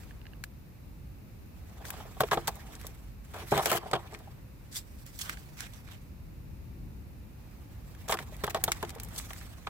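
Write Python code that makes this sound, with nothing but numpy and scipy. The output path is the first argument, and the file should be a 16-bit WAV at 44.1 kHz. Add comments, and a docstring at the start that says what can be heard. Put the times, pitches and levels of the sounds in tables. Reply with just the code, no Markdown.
"""Outdoors, a steel hand trowel digs damp soil from a tub, tips it into a plastic planter and pats it down.
Grit cracks excite the blade's soil-damped modes; blows of blade and clods excite the hollow planter wall.
Sliding soil and short drags are ragged noise forces through the same two bodies; small hard clicks ring
three modes of their own. Far traffic rumbles under the faint hiss of two microphones a few centimetres apart."""
import sys
import numpy as np
from scipy import signal
from scipy.fft import rfft, irfft, next_fast_len
from scipy.io import wavfile
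from scipy.ndimage import uniform_filter1d, map_coordinates

SR = 44100
rng = np.random.default_rng(int(sys.argv[2]) if len(sys.argv) > 2 else 0)


def store_wav(level_fs):
    """Save 16-bit WAV to argv[1]."""
    pcm = np.round(np.clip(np.atleast_2d(level_fs), -1, 1) * 32767)
    wavfile.write(sys.argv[1], SR, pcm.T.astype(np.int16))


N = 427329

# modes of the soil-damped steel blade: (frequency [Hz], width [Hz], relative level [dB])
BLADE = [(1234, 1300, -16.5), (1680, 535, 4), (2314, 1340, -4), (2780, 330, 2.5), (3600, 610, -12),
         (4460, 430, 3), (5480, 1630, -3.5), (6530, 1200, 4), (8050, 1100, -1), (10160, 1300, 2.5),
         (12560, 1930, -1), (15100, 1450, 4)]
# where the trowel works: (time [s], lag of left behind right [s], left-right level [dB])
PLACE = [(0, 0.000049, 0), (2.2, 0.000075, 1.5), (4.4, 0.00011, 1.5), (4.6, 0.00023, -1.5),
         (6.1, 0.00016, -5.5), (7.4, 0.000062, -4), (8.6, 0.000085, 1.5), (9.69, 0.00012, -1.5)]
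BODY_HZ, TREBLE_HZ = 2810, 8500  # where the grit's three colours meet


def amp(db):
    """Level in decibels to amplitude ratio."""
    return 10 ** (np.asarray(db) / 20)


def unit(x):
    """Normalisation to an rms of 1."""
    return x / np.sqrt(np.mean(x ** 2) + 1e-20)


def along(points, hz):
    """Linear interpolation of (frequency [Hz], value) points on a logarithmic frequency axis."""
    f, value = np.transpose(points)
    return np.interp(np.log(hz + 1), np.log(f + 1), value)


def curves(rows):
    """Linear interpolation in time: one value per sample for each column after the time."""
    s, *columns = np.transpose(rows)
    return [np.interp(np.arange(N) / SR, s, column) for column in columns]


def wobble(rate):
    """Band-limited random fluctuation: a smooth curve through random knots, rate of them a second."""
    knots = rng.standard_normal(int(N * rate / SR) + 4)
    return map_coordinates(knots, [np.arange(N) * rate / SR])


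def filtered(x, response):
    """Linear filtering: the spectrum of x times a complex response of frequency."""
    m = next_fast_len(N + SR // 2)
    hz = np.fft.rfftfreq(m, 1 / SR)
    return irfft(rfft(x, m) * response(hz), m)[..., :N]


def coloured(x, gain):
    """Power-preserving filtering: the response is scaled so that white noise keeps its power."""
    return filtered(x, lambda hz: gain(hz) / np.sqrt(np.mean(np.abs(gain(hz)) ** 2)))


def pair(n, shared):
    """Partial coherence: noise at two microphones, a share of its power common to both."""
    noise, shared = rng.standard_normal((3, n)), np.clip(shared, 0, 1)
    return np.sqrt(shared) * noise[0] + np.sqrt(1 - shared) * noise[1:]


def left_right(pan):
    """Level difference between the microphones [dB], split evenly between left and right."""
    return np.array([[pan / 2], [-pan / 2]])


def pan_at(s):
    """Level difference [dB] due to the trowel's place at these times."""
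    t, _, pan = np.transpose(PLACE)
    return np.interp(s, t, pan)


def modes(table, hz):
    """Modal superposition: a body's response to a force as a sum of resonances of alternating sign."""
    return sum((-1) ** k * amp(db) * 1j * hz * width / (centre * centre - hz * hz + 1j * hz * width)
               for k, (centre, width, db) in enumerate(table))


def bursts(times, dbs, pans, holds, t60s, rise, snap, shared):
    """Contact forces: noise that rises, holds and decays, with a single push of size snap at each start."""
    out, t = np.zeros((2, N + SR)), np.arange(SR // 5) / SR
    for s, db, pan, hold, t60, up in np.broadcast(times, dbs, pans, holds, t60s, rise):
        decay = amp(-60 * np.maximum(t - hold, 0) / np.clip(t60, .004, .2))
        envelope = decay * (1 - np.exp(-t / up))
        push = snap * rng.choice([-1, 1]) * np.exp(-t / up)
        force = envelope * pair(len(t), shared) + push
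        out[:, round(s * SR):][:, :len(t)] += amp(db + left_right(pan)) * force
    return out[:, :N]


def notes(times, dbs, pans, t60s, pitches):
    """Free damped vibration: one decaying sine per contact, at the pitch given for it."""
    out, t = np.zeros((2, N + SR)), np.arange(SR // 10) / SR
    for s, db, pan, t60, hz in np.broadcast(times, dbs, pans, t60s, pitches):
        envelope = amp(db + left_right(pan) - 60 * t / t60)
        out[:, round(s * SR):][:, :len(t)] += envelope * np.sin(2 * np.pi * hz * t)
    return out[:, :N]


def clumps(slow_db, fast_db):
    """Stick-slip granular flow: soil slips in lumps and grains, a ragged gain of rms 1."""
    return unit(amp(slow_db * wobble(60) + fast_db * wobble(450)))


def planter(hz):
    """Modal response of the hollow plastic wall; a small pot is an inefficient radiator of bass."""
    # wall modes: (frequency [Hz], width [Hz], relative level [dB])
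    wall_modes = [(135, 52, 1), (342.7, 11.5, -1.5), (412.5, 62, -1), (662, 86, -0.5), (767.5, 87, 2),
                  (1084, 444, -3.5), (1286, 230, -4), (1665, 310, -15), (2250, 2650, -25), (3340, 810, -19)]
    radiation = (1j * hz / 200 / (1 + 1j * hz / 200)) ** 2
    return modes(wall_modes, hz) * radiation


def grit(force, body_db, treble_db):
    """Size-dependent excitation: big crumbs ring the blade's low modes, hard sand its high ones.

    force(dB) makes the excitation of each colour."""
    def low(hz):
        return 1 / np.sqrt(1 + (hz / BODY_HZ) ** 6) / np.sqrt(1 + (1100 / (hz + 1)) ** 6)

    def high(hz):
        return 1 / np.sqrt(1 + (TREBLE_HZ / (hz + 1)) ** 6)

    def mid(hz):
        return np.sqrt(1 - high(hz) ** 2) / np.sqrt(1 + (BODY_HZ / (hz + 1)) ** 6)

    # a flat part 7 dB down adds to the modes
    return sum(coloured(force(db), lambda hz: (modes(BLADE, hz) + amp(-7)) * band(hz))
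               for db, band in [(body_db, low), (0, mid), (treble_db, high)])


def banded(x, depth_db):
    """Contact-dependent modal coupling: as the contact moves, different bands come forward for some 30 ms."""
    z = signal.stft(x, nperseg=256)[2]
    field = rng.standard_normal(z.shape[1:])
    field = uniform_filter1d(uniform_filter1d(field, size=3, axis=0), size=10, axis=1)
    gain = unit(amp(depth_db * unit(field)))
    return signal.istft(z * gain, nperseg=256)[1][:, :N]


def town():
    """Partial coherence: traffic rumble and moving air partly alike on both sides, and microphone hiss."""
    # course of the rumble: (time [s], level before a common gain [dB], left-right level [dB])
    course = [(0.0, -48.5, 0), (1.86, -49, -1), (2.29, -47.5, -1.5), (3.34, -49, 0), (3.72, -48, -3),
              (4.1, -50, -0.5), (5.99, -48.5, 0), (6.83, -45.5, 2.5), (7.23, -49, -0.5), (8.72, -46.5, -1),
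              (9.07, -46.5, 0.5), (9.69, -49, -1.5)]
    # rumble spectrum: (frequency [Hz], relative density [dB per Hz])
    rumble_spectrum = [(12, -47), (20, -31), (30, -15), (48, 1), (121, -5.5), (281, -17), (330, -19.5),
                       (363, -23), (532, -34), (644, -39), (900, -35.5), (1170, -47), (1980, -120)]
    # hiss spectrum: (frequency [Hz], relative density [dB per Hz])
    hiss_spectrum = [(290, -7), (500, -4), (538, -2.5), (651, -8.5), (1130, -11), (1680, -14), (2610, -13),
                     (3210, -22), (3770, -18.5), (8930, -25), (15100, -16.5), (15800, -35), (16500, -25)]
    # likeness of the two sides: (frequency [Hz], correlation [-1 to 1])
    likeness = [(30, .7), (80, .75), (160, .85), (320, .65), (640, .2)]

    def mid_side(hz):
        turn = np.arccos(np.clip(along(likeness, hz), -1, 1)) / 2  # mid less side power is the correlation
        return amp(along(rumble_spectrum, hz)) * [np.cos(turn), np.sin(turn)]

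    rumble_db, pan = curves(course)
    mid, side = filtered(rng.standard_normal((2, N)), mid_side)
    level_db = rumble_db + 1.68 + 0.3 * wobble(3.27) + np.array([pan, -pan]) / 2
    rumble = amp(level_db) * unit(np.array([mid + side, mid - side]))
    hiss = unit(filtered(rng.standard_normal((2, N)), lambda hz: amp(along(hiss_spectrum, hz))))
    return rumble + amp(-60 + 0.31 * wobble(3.41)) * hiss


def ticks():
    """Impulse response of a small hard body that clicks beside the tub: a dry push and a few short modes."""
    # clicks: (time [s], nominal peak level [dB])
    clicks = [(0.034, -48), (0.109, -46), (0.2147, -45.5), (0.2545, -46), (0.267, -41), (0.334, -45.5),
              (0.4389, -27.5)]
    # modes of the clicking body: (frequency [Hz], width [Hz], relative level [dB])
    tick_modes = [(1700, 230, -0.5), (2800, 240, -2.5), (4360, 490, -12.5)]
    pan_db, ring_db = -4.5, -9.5  # left-right level; free ringing under a click's peak
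    s, db = np.transpose(clicks)
    ring = sum(notes(s, db + ring_db + mode_db, pan_db, np.log(1000) / (np.pi * width), centre)
               for centre, width, mode_db in tick_modes)
    push = bursts(s, db, pan_db, 0, 0.01, rise=0.00014, snap=0.72, shared=0.36)
    return ring + coloured(push, lambda hz: modes(tick_modes, hz))


def rolling():
    """Granular flow in spells: grit and wall level of the loose crumbs, at -110 dB between spans."""
    # spans of rolling crumbs, each a list of (time [s], grit level [dB], planter wall level [dB])
    spans = [
        [(0.0, -60.5, -62.5), (0.5, -103, -71)],
        [(1.55, -73.5, -77), (1.8, -65, -56), (1.938, -60, -51.5), (2.196, -61.5, -63), (2.34, -57, -52.5),
         (2.884, -63, -60), (3.1, -71, -71)],
        [(3.25, -67, -69), (3.428, -59, -53), (3.562, -45.5, -74), (3.752, -61.5, -45), (4.4, -75.5, -66)],
        [(4.6, -75, -73), (5.134, -61, -79), (5.218, -47.5, -68), (5.33, -59.5, -64), (5.468, -63.5, -67.5),
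         (6.1, -75, -73)],
        [(7.4, -74.5, -70), (7.8, -71, -72), (8.09, -64.5, -59.5), (8.29, -63.5, -60.5), (8.48, -61.5, -55),
         (8.62, -67, -55), (8.67, -54, -53), (9.01, -68, -55), (9.2, -51.5, -58), (9.49, -61, -62),
         (9.69, -67, -67)],
    ]
    rows = []
    for span in spans:
        before, after = span[0][0] - .05, span[-1][0] + 0.079
        rows += [[before, -110, -110], *span, [after, -110, -110]]
    return curves(rows)


def slide():
    """Distributed random impacts: loose crumbs hiss as they roll and their weight drums on the wall."""
    grit_db, wall_db = rolling()
    grain, sides = clumps(3.1, 0.74), amp(left_right(-3.5))
    # coarse soil loads the wall and the blade's low modes alike, and has less treble
    coarse_db = wall_db - grit_db
    body_db = 1 + 0.45 * coarse_db
    treble_db = -1 - 0.19 * np.maximum(coarse_db, 0)
    hiss = grit(lambda colour_db: amp(grit_db + colour_db) * sides * grain * pair(N, 0.31), body_db, treble_db)
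    lumps = clumps(2, 2)
    return hiss + coloured(amp(wall_db) * lumps * pair(N, 0.58), planter)


def rubs():
    """Sliding friction: the blade drags on the rim and stops short; in the tub's loose soil it is softer-edged."""
    # short drags: (time [s], nominal blade peak [dB], nominal wall peak [dB], length [s])
    drags = [(1.844, -41, -54, 0.05), (2.199, -35, -31, 0.021), (2.314, -30, -21.5, 0.03),
             (2.472, -28.5, -28, 0.019), (3.335, -48, -35.5, 0.092), (3.518, -43, -21.5, 0.077),
             (3.577, -37.5, -20.5, 0.028), (3.615, -38, -36.5, 0.06), (3.658, -30.5, -28, 0.119),
             (3.718, -26, -21.5, 0.014), (3.932, -43, -19.5, 0.029), (4.146, -53, -47, 0.012),
             (4.71, -40.5, -73, 0.054), (4.739, -28.5, -68, 0.046), (5.055, -44.5, -66, 0.028),
             (5.128, -48, -83, 0.037), (5.208, -22.5, -77, 0.0081), (5.237, -40, -52, 0.1),
             (5.567, -41.5, -53, 0.1), (5.718, -49, -64, 0.054), (5.864, -60, -56, 0.034),
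             (5.904, -48.5, -55, 0.042), (8.079, -35, -33, .006), (8.093, -29.5, -32, 0.02),
             (8.119, -28.5, -24.5, 0.023), (8.185, -46, -41, .045), (8.496, -32.5, -34, 0.01),
             (8.543, -42, -28, 0.032), (8.677, -36, -32, 0.017), (9.141, -41.5, -49, 0.039),
             (9.177, -29.5, -66, 0.013)]
    # digging in the tub: (start [s], end [s])
    digging = (4.5, 6.2)
    s, db, wall_db, hold = np.transpose(drags)
    loose = (s > digging[0]) & (s < digging[1])
    rise, fade = np.where(loose, .006, .002), np.where(loose, .09, .035)  # s
    # coarse soil loads wall and low modes alike; the tub's damp soil has less treble
    body_db = np.where(loose, 8, 1.5) + 0.52 * (wall_db - db)
    treble_db = np.where(loose, -7, 0)
    blade_db, under_wall_db = -10, -8.5  # steady force under the peak, on blade and wall
    grain = clumps(2.1, 1.9)

    def drag(colour_db):
        level_db = db + blade_db + colour_db
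        return grain * bursts(s, level_db, pan_at(s), hold, fade, rise, snap=0, shared=0.12)

    hiss = grit(drag, body_db, treble_db)
    lumps = clumps(1.5, 2.5)
    load = bursts(s, wall_db + under_wall_db, 0, hold, 0.062, rise=0.0023, snap=0, shared=0.85)
    return hiss + coloured(lumps * load, planter)


def strays(count):
    """Random point process: single grains drop out of the rolling crumbs, more often where these are loud.

    The rows have the columns of the grit cracks."""
    grit_db = rolling()[0]
    when, size, body, treble = rng.random((count, 4)).T
    busy = np.cumsum(amp(grit_db / 2))
    at = np.searchsorted(busy, when * busy[-1]).clip(0, N - 1)
    peak_db = grit_db[at] + 7 - 4 * np.log(1 - size)  # an exponential spread of levels
    return np.transpose([at / SR, peak_db, 20 * body - 10, -20 * treble])


def cracks():
    """Impact excitation: each stone on steel or plastic gives a snap, a short puff and a brief blade note."""
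    # grit cracks: (time [s], nominal peak level [dB], relative body level [dB], relative treble level [dB])
    hits = [(0.4384, -30.5, -4, 2.5), (1.8522, -34, 2, -8), (1.9036, -33, 5, 11.5), (2.2057, -23.5, 2.5, 9),
            (2.2354, -38, 15.5, -11), (2.3123, -25, 3, -17), (2.372, -44, 15, -11), (2.473, -23, -21, -6),
            (2.4785, -16.5, -16, -2), (2.555, -49, -4, 17), (2.735, -48, 4, -15), (2.7521, -34.5, -21, -19),
            (2.813, -38, -4, 3), (2.837, -45, 4, -20), (2.853, -41, -10, -10), (2.8674, -32, -18, 6.5),
            (3.5176, -33, 8.5, -9), (3.5767, -23, 3.5, -1), (3.6253, -31, -3, 2), (3.6575, -15, -6.5, 0.5),
            (3.715, -19.5, 0, 5), (3.761, -27.5, -8, 5), (3.8487, -49, 2, -9), (3.913, -29, -3, -10),
            (3.9347, -27.5, 7.5, -14), (4.073, -49, 6, -20), (4.122, -44, -4, -11), (4.134, -41, -4, -10),
            (4.1404, -38, -1, -22), (4.147, -39, 10.5, -17), (4.189, -46, -10, 3), (5.064, -41, -11, 7),
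            (5.19, -29, -25, 1), (5.2145, -25.5, -28, -16), (5.295, -29, 7.5, 2),
            (5.3713, -46.5, 11.5, -13), (5.6052, -23, -8, -24), (5.7354, -39, -16, -13),
            (5.877, -52, 5, -20), (5.887, -48, 9, -15), (5.9, -53, 8, -20), (5.911, -49, 1, -13),
            (8.0858, -26, -9, -6), (8.1237, -19.5, 1, -19), (8.1713, -36, 7, -9), (8.1885, -35.5, 12, -10),
            (8.3655, -41.5, -13, 4), (8.437, -27.5, 0, -2), (8.442, -26.5, 2, 4), (8.4667, -33, 3, 3),
            (8.5051, -33, -1, -7.5), (8.546, -25, -2, -18), (8.6388, -14, -7, 7), (8.7182, -13, -3, -8.5),
            (8.8273, -32, 5.5, 2), (8.849, -36, 4, -16), (8.8932, -29.5, -7.5, -11),
            (8.9033, -31.5, -4, -7), (8.95, -38, -7, 0), (8.984, -48, 8, -10), (8.999, -28, -6.5, -3),
            (9.0333, -44, 2, 20), (9.047, -38.5, -11, 5), (9.0857, -43.5, -2, 8), (9.1611, -31, -16, -8),
            (9.3056, -46, 18, 1), (9.3325, -36, 3, 2), (9.6712, -43, 18.5, -21)]
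    snap_db, puff_db, note_db = -8.5, -11.5, -8.5  # the three parts under a crack's peak
    small_stone_db = -12  # with less body than this a stone rings the blade's middle modes
    s, db, body_db, treble_db = np.vstack([hits, strays(count=70)]).T
    pan = pan_at(s)
    low = [centre for centre, _, _ in BLADE if 0 < centre < BODY_HZ]
    middle = [centre for centre, _, _ in BLADE if BODY_HZ < centre < TREBLE_HZ]
    pick = rng.random(len(s)) ** 2  # a random mode, favouring the lower ones of each group
    hz = np.array([(middle if body < small_stone_db else low)[int(p * len(low))]
                   for body, p in zip(body_db, pick)])
    harder_db = 0.13 * (db - db.mean())  # harder hits have more snap

    def strike(colour_db):
        snaps = bursts(s, db + snap_db + harder_db + colour_db, pan, 0, 0.0097,
                       rise=.0001, snap=1.16, shared=0.13)
        puffs = bursts(s, db + puff_db + colour_db, pan, 0, 0.034, rise=0.00028, snap=0, shared=0.11)
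        return snaps + puffs

    ring_db = db + note_db + np.where(hz < BODY_HZ, body_db, 0)
    return grit(strike, body_db, treble_db) + notes(s, ring_db, pan, 0.0077, hz)


def knocks():
    """Contact stiffness sets bandwidth: a short push and ragged after-force, brighter blows reach upper modes."""
    # blows on the planter: (time [s], nominal peak level [dB], relative brightness [dB], note [Hz])
    blows = [(1.937, -40.5, 3, 791), (2.002, -30, -6.5, 860), (2.053, -29.5, -20, 660),
             (2.167, -29, -15, 746), (2.205, -7, -7, 628), (2.211, -13, -26, 425), (2.233, -13, -16, 488),
             (2.316, -12.5, -3, 820), (2.33, -12.5, -5, 647), (2.373, -11, -13.5, 458),
             (2.479, -18.5, -5, 810), (2.844, -33, -9, 434), (3.52, -2.5, -26, 442), (3.576, -17, -7, 760),
             (3.659, -10, -8.5, 645), (3.717, -6, -19, 1300), (3.748, -12.5, -21, 686),
             (3.859, -22, -25, 736), (3.911, -25, -15, 544), (3.932, -6, -8.5, 760),
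             (4.126, -25.5, -26, 650), (4.201, -35.5, -17, 436), (4.274, -33, -24, 800),
             (8.095, -11.5, -7, 1110), (8.122, -18, -0.5, 1150), (8.188, -33, -12, 920),
             (8.323, -32, -21, 610), (8.438, -13, -8.5, 414), (8.477, -21, -2.5, 890),
             (8.546, -14.5, -5.5, 655), (8.638, -25.5, -11, 470), (8.679, -14.5, -4.5, 672),
             (8.716, -36, -29, 1480), (8.829, -12, -15, 884), (8.847, -36, -20, 353),
             (8.961, -27, -21, 467), (9.305, -40.5, 4, 1130), (9.669, -32, 6, 880)]
    soft_db, hard_db, note_db = -13.5, -5, -14  # the three parts under a blow's peak
    s, db, bright_db, hz = np.transpose(blows)
    t60 = 0.048 * (hz / 700) ** -0.45  # s; higher notes die sooner
    soft = bursts(s, db + soft_db, 0, 0, t60, rise=0.00082, snap=0.3, shared=0.75)
    hard = bursts(s, db + bright_db + hard_db, 0, 0, t60, rise=0.000091, snap=1.5, shared=0.89)
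    # the two forces cross over at 900 Hz
    low_wall = coloured(soft, lambda f: planter(f) / (1 + 1j * f / 900) ** 2)
    high_wall = coloured(hard, lambda f: planter(f) * (1j * f / 900 / (1 + 1j * f / 900)) ** 2)
    return low_wall + high_wall + notes(s, db + note_db, 0, 1.2 * t60, hz)


def scene():
    """Arrival-time difference: the work lies nearer the right microphone, so the left hears it a little later."""
    soil = banded(slide() + rubs(), depth_db=2.6)
    left, right = soil + ticks() + cracks() + knocks()
    lag_s = curves(PLACE)[0]
    late = map_coordinates(left, [np.arange(N) - SR * lag_s], order=3)
    return np.array([late, right]) + town()


def record(dry):
    """Band limitation: an ideal low-pass keeps nothing from 15.9 kHz up."""
    return filtered(dry, lambda hz: hz < 15900)


dry = scene()
out = record(dry)
store_wav(out)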